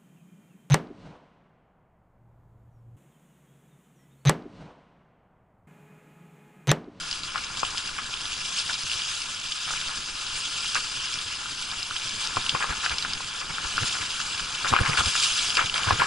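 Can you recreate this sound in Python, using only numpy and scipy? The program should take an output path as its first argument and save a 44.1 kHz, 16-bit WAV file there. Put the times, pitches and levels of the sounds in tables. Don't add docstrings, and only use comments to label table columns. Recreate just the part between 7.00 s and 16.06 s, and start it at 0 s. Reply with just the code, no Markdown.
import sys
import numpy as np
from scipy import signal
from scipy.fft import rfft, irfft
from scipy.io import wavfile
from scipy.ndimage import uniform_filter1d

SR = 44100
rng = np.random.default_rng(int(sys.argv[2]) if len(sys.argv) > 2 else 0)


def digitize_waveform(pressure):
    field = np.atleast_2d(pressure).T
    bounded = np.clip(field, -1, 1)
    quanta = np.round(bounded * 32767).astype(np.int16)
    wavfile.write(sys.argv[1], SR, quanta)


def nominal_scale(level):
    x = np.asarray(level, float) / 20
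    return 10 ** x


N = 399546

# top t/s, length/s, level/dB
HEAP_ROWS = [(0.12, 0.027, 1.5), (0.22, 0.058, -4), (0.25, 0.043, 3), (0.585, 0.035, 4), (0.66, 0.042, 4),
             (0.785, 0.052, 3.5), (0.87, 0.053, 4.5), (1.26, 0.027, 1.5), (1.59, 0.061, 4.5),
             (2.45, 0.032, 2.5), (2.52, 0.024, 1.5), (3.37, 0.047, 5), (5.07, 0.085, 0.5),
             (5.22, 0.042, 5.5), (5.85, 0.03, 6.5), (6.88, 0.11, 3), (7.69, 0.03, 9), (7.77, 0.096, -3),
             (7.89, 0.026, 4), (8.0, 0.076, 5), (8.08, 0.066, 3), (8.18, 0.08, 3.5), (8.25, 0.043, 4.5),
             (8.37, 0.041, 3.5), (8.47, 0.07, 0.5), (8.63, 0.09, -4), (8.7, 0.05, -6.5), (8.76, 0.027, 0),
             (8.81, 0.016, -4)]
# t/s, shaking/dB
SHAKING_ROWS = [(0.0, 2), (0.6, 6.5), (1.2, 3), (2.0, -5.5), (2.5, -11), (2.85, 1), (3.2, -1.5), (4.9, 1),
                (5.3, 7), (5.7, 7.5), (6.25, 5.5), (6.8, 8), (7.2, 5.5), (7.6, 7.5), (7.85, 21),
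                (8.25, 0.5), (8.6, 10.5), (9.06, 13)]
# start t/s, length/s, level/dB
GRIND_ROWS = [(0.345, 0.053, -34.5), (0.98, 0.022, -32.5), (1.69, 0.052, -36.5), (2.67, 0.063, -40),
              (2.88, 0.08, -41.5), (3.75, 0.043, -31.5), (4.06, 0.025, -47), (4.715, 0.047, -42.5),
              (5.36, 0.027, -36), (5.545, .04, -33), (5.603, 0.077, -31.5), (5.685, 0.063, -33.5),
              (5.83, 0.054, -36), (5.905, 0.042, -33), (6.41, .04, -41), (6.495, 0.025, -40),
              (6.64, 0.026, -33), (6.78, 0.08, -45), (6.94, .04, -38), (7.01, 0.032, -38.5),
              (7.648, 0.036, -28), (7.72, 0.026, -36), (7.745, .04, -27), (7.85, .07, -43),
              (7.93, 0.03, -34), (7.975, 0.048, -27), (8.568, 0.089, -25), (8.74, 0.15, -36),
              (8.87, 0.076, -29), (8.995, .07, -26)]


def evened(x):
    return x / np.sqrt(np.mean(x ** 2) + 1e-20)


def read(points, hz, axis=1):
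    table = np.transpose(points)
    return np.interp(np.log(hz + 1), np.log(table[0] + 1), table[axis])


def curve(rows):
    return np.interp(np.arange(N) / SR, *np.transpose(rows))


def add(mix, s, sound):
    part = mix[max(round(s * SR), 0):][:len(sound)]
    part += sound[:len(part)]


def causal(gain_db):
    mirrored_db = np.concatenate([gain_db, gain_db[-2:0:-1]])
    log_gain = np.log(nominal_scale(mirrored_db))
    response = np.exp(np.conj(signal.hilbert(log_gain)))
    return np.fft.ifft(response).real[:1024]


def flicker(per_s, depth_db):
    span = max(int(SR / per_s / 2), 1)
    smooth = uniform_filter1d(uniform_filter1d(rng.standard_normal(N), span), span)
    return nominal_scale(depth_db * evened(smooth))


def random_hits(per_s, spread_db, largest):
    size = nominal_scale(spread_db * np.minimum(rng.exponential(1, N), largest))
    return size * (rng.random(N) < per_s / SR)


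def grains(per_s, spread_db, low_hz, high_hz, cycles, patchy_db, count=14):
    size = random_hits(per_s, spread_db, largest=2.5)
    kind = rng.integers(0, count, N)
    t = np.arange(512) / SR
    out = np.zeros(N)
    for k, hz in enumerate(np.geomspace(low_hz, high_hz, count)):
        ring = np.sin(2 * np.pi * hz * t) * np.exp(-t * hz / cycles)
        ring = ring / np.linalg.norm(ring) * np.sqrt(hz)
        clicks = size * (kind == k) * flicker(21, patchy_db)
        out += signal.oaconvolve(clicks, ring)[:N]
    return evened(out)


def bursts(per_s, spread_db, fade_s):
    starts = random_hits(per_s, spread_db, largest=3)
    fading = signal.lfilter([1], [1, -np.exp(-1 / (fade_s * SR))], starts)
    gain = 0.64 + evened(fading)
    return gain / uniform_filter1d(gain, SR // 12)


def patchy(depth_db):
    z = signal.stft(rng.standard_normal(N + 512), nperseg=256, noverlap=192)[2]
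    patches = uniform_filter1d(rng.standard_normal(z.T.shape), size=26, axis=0)
    patches = uniform_filter1d(patches, size=4, axis=1)
    coloured = z * nominal_scale(depth_db * evened(patches.T))
    return evened(signal.istft(coloured, nperseg=256, noverlap=192)[1][:N])


def swells(rows):
    out = np.zeros(N)
    for s, length, height in rows:
        u = np.linspace(0, 1, round(2 * length * SR))
        add(out, s - 0.63 * length, height * np.sin(np.pi * u ** 0.6) ** 2)
    return out


def scrapes(rows):
    rise_s = 0.002
    out = np.zeros(N)
    for s, length, db in rows:
        t = np.arange(0, length, 1 / SR)
        fall = np.cos(np.pi / 2 * t / t[-1])
        add(out, s, nominal_scale(db) * np.minimum(t / rise_s, 1) * fall)
    return out


def leaves():
    # t/s, crush level/dB
    leaf_depth = [(0.0, -31.5), (0.35, -33.5), (0.7, -33.5), (1.0, -32.5), (1.34, -29.5), (1.64, -28),
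                  (2.15, -28), (2.4, -31.5), (2.75, -27), (3.13, -32), (3.7, -27), (4.4, -31), (5.6, -29.5),
                  (6.45, -32.5), (6.9, -27), (7.75, -30), (8.23, -22.5), (9.06, -28.5)]
    bump_crunch = 0.05
    dull_hz, dull_lags, usual_db = 3800, 0.32, -32.5

    crunch = bursts(70, spread_db=4.5, fade_s=0.0074)
    bed = patchy(depth_db=1.5) * (0.95 + 0.1 * crunch) * flicker(24, depth_db=1.07)
    crackle = grains(2600, spread_db=3.0, low_hz=1840, high_hz=6850, cycles=1.3, patchy_db=7.5)
    crackle = crackle * (0.063 + 0.45 * crunch)
    ticks = grains(140, spread_db=1.5, low_hz=2840, high_hz=5170, cycles=2.2, patchy_db=-3.0, count=3)
    texture = nominal_scale(1.0) * bed + nominal_scale(-7.0) * crackle + nominal_scale(-15) * ticks

    level_db = curve(leaf_depth) + swells(HEAP_ROWS)
    crush = (nominal_scale(level_db) + bump_crunch * scrapes(GRIND_ROWS)) * texture
    dull = signal.lfilter(*signal.butter(1, dull_hz, fs=SR), crush)
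    bright = crush - dull
    return bright + dull * nominal_scale(-dull_lags * (level_db - usual_db))


def rattle():
    rest_db = -49.5
    skip_quiets = 0.93

    chatter = grains(3000, spread_db=1.5, low_hz=433, high_hz=2173, cycles=2.45, patchy_db=1.5)
    chatter = chatter * (1.9 + 0.5 * bursts(98, spread_db=9.5, fade_s=0.0071))
    steady = chatter / np.sqrt(uniform_filter1d(chatter ** 2, size=1500) + 1e-6)
    calm_db = skip_quiets * np.minimum(swells(HEAP_ROWS), 0)
    level = nominal_scale(rest_db + curve(SHAKING_ROWS) + calm_db) + scrapes(GRIND_ROWS)
    flecks = grains(28, spread_db=2.0, low_hz=1330, high_hz=1500, cycles=3.1, patchy_db=0.0, count=2)
    return nominal_scale(-51) * flecks + nominal_scale(5.5) * level * steady


def rumble():
    # f/Hz, level/dB
    wind_colour = [(20, 6), (45, -2.5), (105, -3.5), (160, -3), (250, -6.5), (400, -10.5), (700, -18),
                   (1500, -28.5)]
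    # t/s, peak level/dB, f/Hz
    root_jolts = [(0.617, -36, 127), (2.69, -40, 140), (5.354, -27, 127), (5.525, -26.5, 128),
                  (5.686, -30.5, 78.6), (5.906, -32, 58), (6.489, -32, 150), (6.633, -32.5, 61.5),
                  (6.809, -22, 105), (6.995, -34, 90.5), (7.411, -47, 83.4), (7.706, -19.5, 108),
                  (7.795, -15, 90.5), (7.878, -17.5, 135), (7.984, -25, 71.5), (8.051, -23, 71.4),
                  (8.63, -27.5, 109), (8.863, -18.5, 102), (8.913, -17, 89), (8.988, -23.5, 116)]
    wind_db, follows = -50, 0.29
    rise_s, stirs_s, stirs_db = 0.0183, 0.038, -16

    hz = np.fft.rfftfreq(N, 1 / SR)
    bounce_db = 4 / (1 + ((hz - 102) / 25) ** 2)
    colour = nominal_scale(read(wind_colour, hz) + bounce_db)
    both, own = (evened(irfft(rfft(rng.standard_normal(N)) * colour, N)) for _ in range(2))
    stirred = swells([(s + rise_s, stirs_s, nominal_scale(db + stirs_db)) for s, db, _ in root_jolts])
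    level = nominal_scale(wind_db + follows * curve(SHAKING_ROWS)) + stirred
    level = level * flicker(31, depth_db=2.5)

    jolts, rocks = np.zeros(N), np.zeros(N)
    t = np.arange(2600) / SR
    for (s, db, pitch), turn in zip(root_jolts, rng.random(len(root_jolts))):
        push = nominal_scale(db - 0.5) * np.exp(-((t - rise_s) * pitch / 0.83) ** 2)
        shell = 0.28 * np.sin(2 * np.pi * 470 * t) + 0.16 * np.sin(2 * np.pi * 1.86 * pitch * t)
        add(jolts, s, push * np.cos(2 * np.pi * (pitch * (t - rise_s) + turn)))
        add(rocks, s, push * shell)
    left = level * both + nominal_scale(-5.0) * jolts + rocks
    right = level * (1.12 * both + 0.21 * own) + nominal_scale(-1.0) * jolts - rocks
    return np.array([left, right])


def snaps():
    # t/s, peak level/dB, f/Hz
    twigs = [(0.2344, -20, 3890), (0.3795, -21, 2770), (0.5722, -18, 3100), (0.6497, -18, 2930),
             (0.7744, -20, 3030), (1.255, -21, 3380), (1.8971, -18, 2850), (1.916, -16, 2860),
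             (1.9336, -20, 2850), (2.0193, -19, 3200), (2.5216, -14.5, 3460), (3.6591, -20, 3900),
             (4.1885, -20, 3340), (4.7147, -20, 3660), (5.3695, -17, 2780), (5.464, -21, 2800),
             (5.4941, -7.5, 3300), (5.8957, -17, 2620), (6.0252, -15.5, 3900), (7.1052, -18.5, 2820),
             (7.3961, -19, 2940), (7.5504, -18, 3030), (8.5038, -14, 3200), (8.553, -14, 2340),
             (8.5704, -8, 2630), (8.6596, -14.5, 3650), (8.6971, -15.5, 2970), (8.742, -13.5, 3300),
             (8.7786, -15, 2590), (8.8338, -14.5, 3010)]
    # t/s, peak level/dB
    stiff_leaves = [(0.1127, -13.5), (0.128, -15.5), (0.594, -21), (0.875, -24), (0.7804, -14),
                    (1.5875, -19), (1.6, -18), (1.732, -15), (1.741, -15.5), (1.8342, -21), (2.219, -17),
                    (3.0599, -22), (3.267, -19), (3.607, -22), (4.0565, -22), (4.8295, -17.5),
                    (5.0925, -21), (5.362, -19), (5.424, -22), (5.8526, -18), (5.9837, -11.5),
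                    (6.2735, -27), (6.3758, -27), (6.771, -14.5), (8.036, -21), (8.0593, -15),
                    (8.2367, -16), (8.9293, -16.5)]
    leaf_hz = 5090

    out, t = np.zeros(N), np.arange(700) / SR
    rows = list(twigs) + [(s, db, leaf_hz) for s, db in stiff_leaves]
    band = signal.butter(2, [2300, 6500], "band", fs=SR)
    splinters = signal.lfilter(*band, rng.standard_normal((len(rows), len(t))))
    crack = 0.63 * np.cos(2 * np.pi * 4300 * t) * np.exp(-t / 0.00036)
    for (s, db, hz), noise in zip(rows, splinters):
        ring = 0.62 * np.cos(2 * np.pi * hz * t) * np.exp(-t / 0.001)
        tail = 0.4 * noise * np.exp(-t / 0.0062)
        add(out, s, nominal_scale(db + 1.5) * (crack + ring + tail))
    return out


def knocks():
    # t/s, peak level/dB, f/Hz
    thuds = [(0.631, -13, 1060), (0.746, -27, 980), (0.992, -31, 1210), (2.706, -25, 1240),
             (5.369, -15, 1000), (5.549, -13, 1060), (5.641, -20.5, 1110), (5.838, -28, 1280),
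             (6.205, -29, 990), (7.727, -15, 1130), (7.736, -7.5, 1100), (8.006, -15.5, 1240),
             (8.607, -24, 1270), (8.907, -9, 1010), (9.018, -11, 982)]
    # t/s, peak level/dB, f/Hz
    light_knocks = [(0.357, -14.5, 1400), (0.89, -25, 1740), (0.986, -19, 1500), (1.696, -19, 1590),
                    (2.678, -25, 1400), (2.736, -19, 1530), (3.754, -13.5, 1390), (3.763, -13, 1610),
                    (4.457, -25, 1350), (4.909, -20.5, 1350), (5.625, -13.5, 1640), (5.73, -17.5, 1390),
                    (5.861, -10, 1690), (6.048, -14.5, 1520), (6.582, -16.5, 1510), (6.779, -11.5, 1400),
                    (6.832, -16, 1760), (7.201, -18, 1400), (7.396, -22.5, 1400), (7.645, -13.5, 1400),
                    (7.763, -5.5, 1380), (7.788, -9.5, 1550), (7.86, -12, 1740), (7.973, -12, 1460),
                    (8.152, -16.5, 1400), (8.571, -27, 1400), (8.592, -8.5, 1400), (8.871, -28, 1750),
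                    (9.003, -14.5, 1610)]
    rows = [(*row, 6, -2.5) for row in thuds]
    rows += [(*row, 3.4, -14) for row in light_knocks]

    out, t = np.zeros(N), np.arange(2400) / SR
    band = signal.butter(2, [800, 2900], "band", fs=SR)
    grit = signal.lfilter(*band, rng.standard_normal((len(rows), len(t))))
    tick = 0.1 * np.sin(2 * np.pi * 2500 * t) * np.exp(-t / 0.0051)
    modes = np.sin(2 * np.pi * 520 * t) + 1.9 * np.sin(2 * np.pi * 800 * t)
    for (s, db, hz, cycles, rock_db), noise in zip(rows, grit):
        u = t * hz / cycles * 5.1
        ring = u * np.exp(1 - u) * np.sin(2 * np.pi * hz * t)
        rock = nominal_scale(rock_db + 1.0) * np.exp(-t / 0.0019) * modes
        chatter = 0.19 * noise * np.exp(-t / 0.032)
        add(out, s + 0.000812, nominal_scale(db + 3.0) * (ring + rock + tick + chatter))
    return out


def through_case(x):
    # f/Hz, level/dB
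    case_colour = [(250, -18.5), (480, -10), (750, -12), (1050, -3), (1390, -2), (1700, -3.5), (1880, -9.5),
                   (2830, 5), (4200, -1.5), (5000, 5), (5700, -3.5), (6450, -1.5), (7000, -1.5),
                   (11000, -13.5)]
    # f/Hz, width/Hz, level/dB
    shell_modes = [(516, 24, 5), (733, 17, 10), (1060, 58, 3.5), (1240, 23, 7), (1400, 110, 6),
                   (1597, 14, 6.5), (1690, 38, 6.5), (2020, 52, 0), (2368, 38, 7.5), (2820, 83, 1),
                   (3320, 170, 1), (4990, 33, 1.5)]
    # f/Hz, level below/dB, lateness/rad, likeness/0-1
    right_port = [(250, 0, .5, .7), (450, 0, 2.6, .9), (680, 3, 2.4, .6), (850, -2, .6, .65),
                  (1100, 4, -.3, .8), (1400, 3.5, .1, .94), (1800, 3, -.8, .82), (1930, -1.5, -1.3, .2),
                  (2400, 2, -.4, .88), (3100, -.5, -1.2, .85), (3500, -2, 0, .87), (5000, 2, -.2, .94),
                  (7000, 1.2, -.5, .55), (11000, .8, -.2, .6)]

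    hz = np.fft.rfftfreq(4096, 1 / SR)
    modes_db = sum(db / (1 + (2 * (hz - f) / width) ** 2) for f, width, db in shell_modes)
    left = signal.oaconvolve(x, causal(read(case_colour, hz) + modes_db))[:N]

    z = signal.stft(left, nperseg=256, noverlap=192)[2]
    scrambled = z * np.exp(2j * np.pi * rng.random(z.shape[::-1]).T)
    other = signal.istft(scrambled, nperseg=256, noverlap=192)[1][:N]
    other = other * np.std(left) / np.std(other)

    hz = np.fft.rfftfreq(N, 1 / SR)
    like = read(right_port, hz, axis=3)
    shifted = rfft(left) * np.exp(-1j * read(right_port, hz, axis=2))
    right = like * shifted + np.sqrt(1 - like ** 2) * rfft(other)
    return np.array([left, irfft(right / nominal_scale(read(right_port, hz)), N)])


def scene():
    return through_case(leaves() + rattle() + snaps() + knocks()) + rumble()


def top_cut(x):
    return signal.sosfilt(signal.butter(12, 11610, fs=SR, output="sos"), x)


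def record(dry):
    edge_hz = 11130
    passed = np.fft.rfftfreq(N, 1 / SR) < edge_hz
    limited = irfft(rfft(dry) * passed, N)
    return top_cut(limited)


dry = scene()
out = record(dry)
digitize_waveform(out)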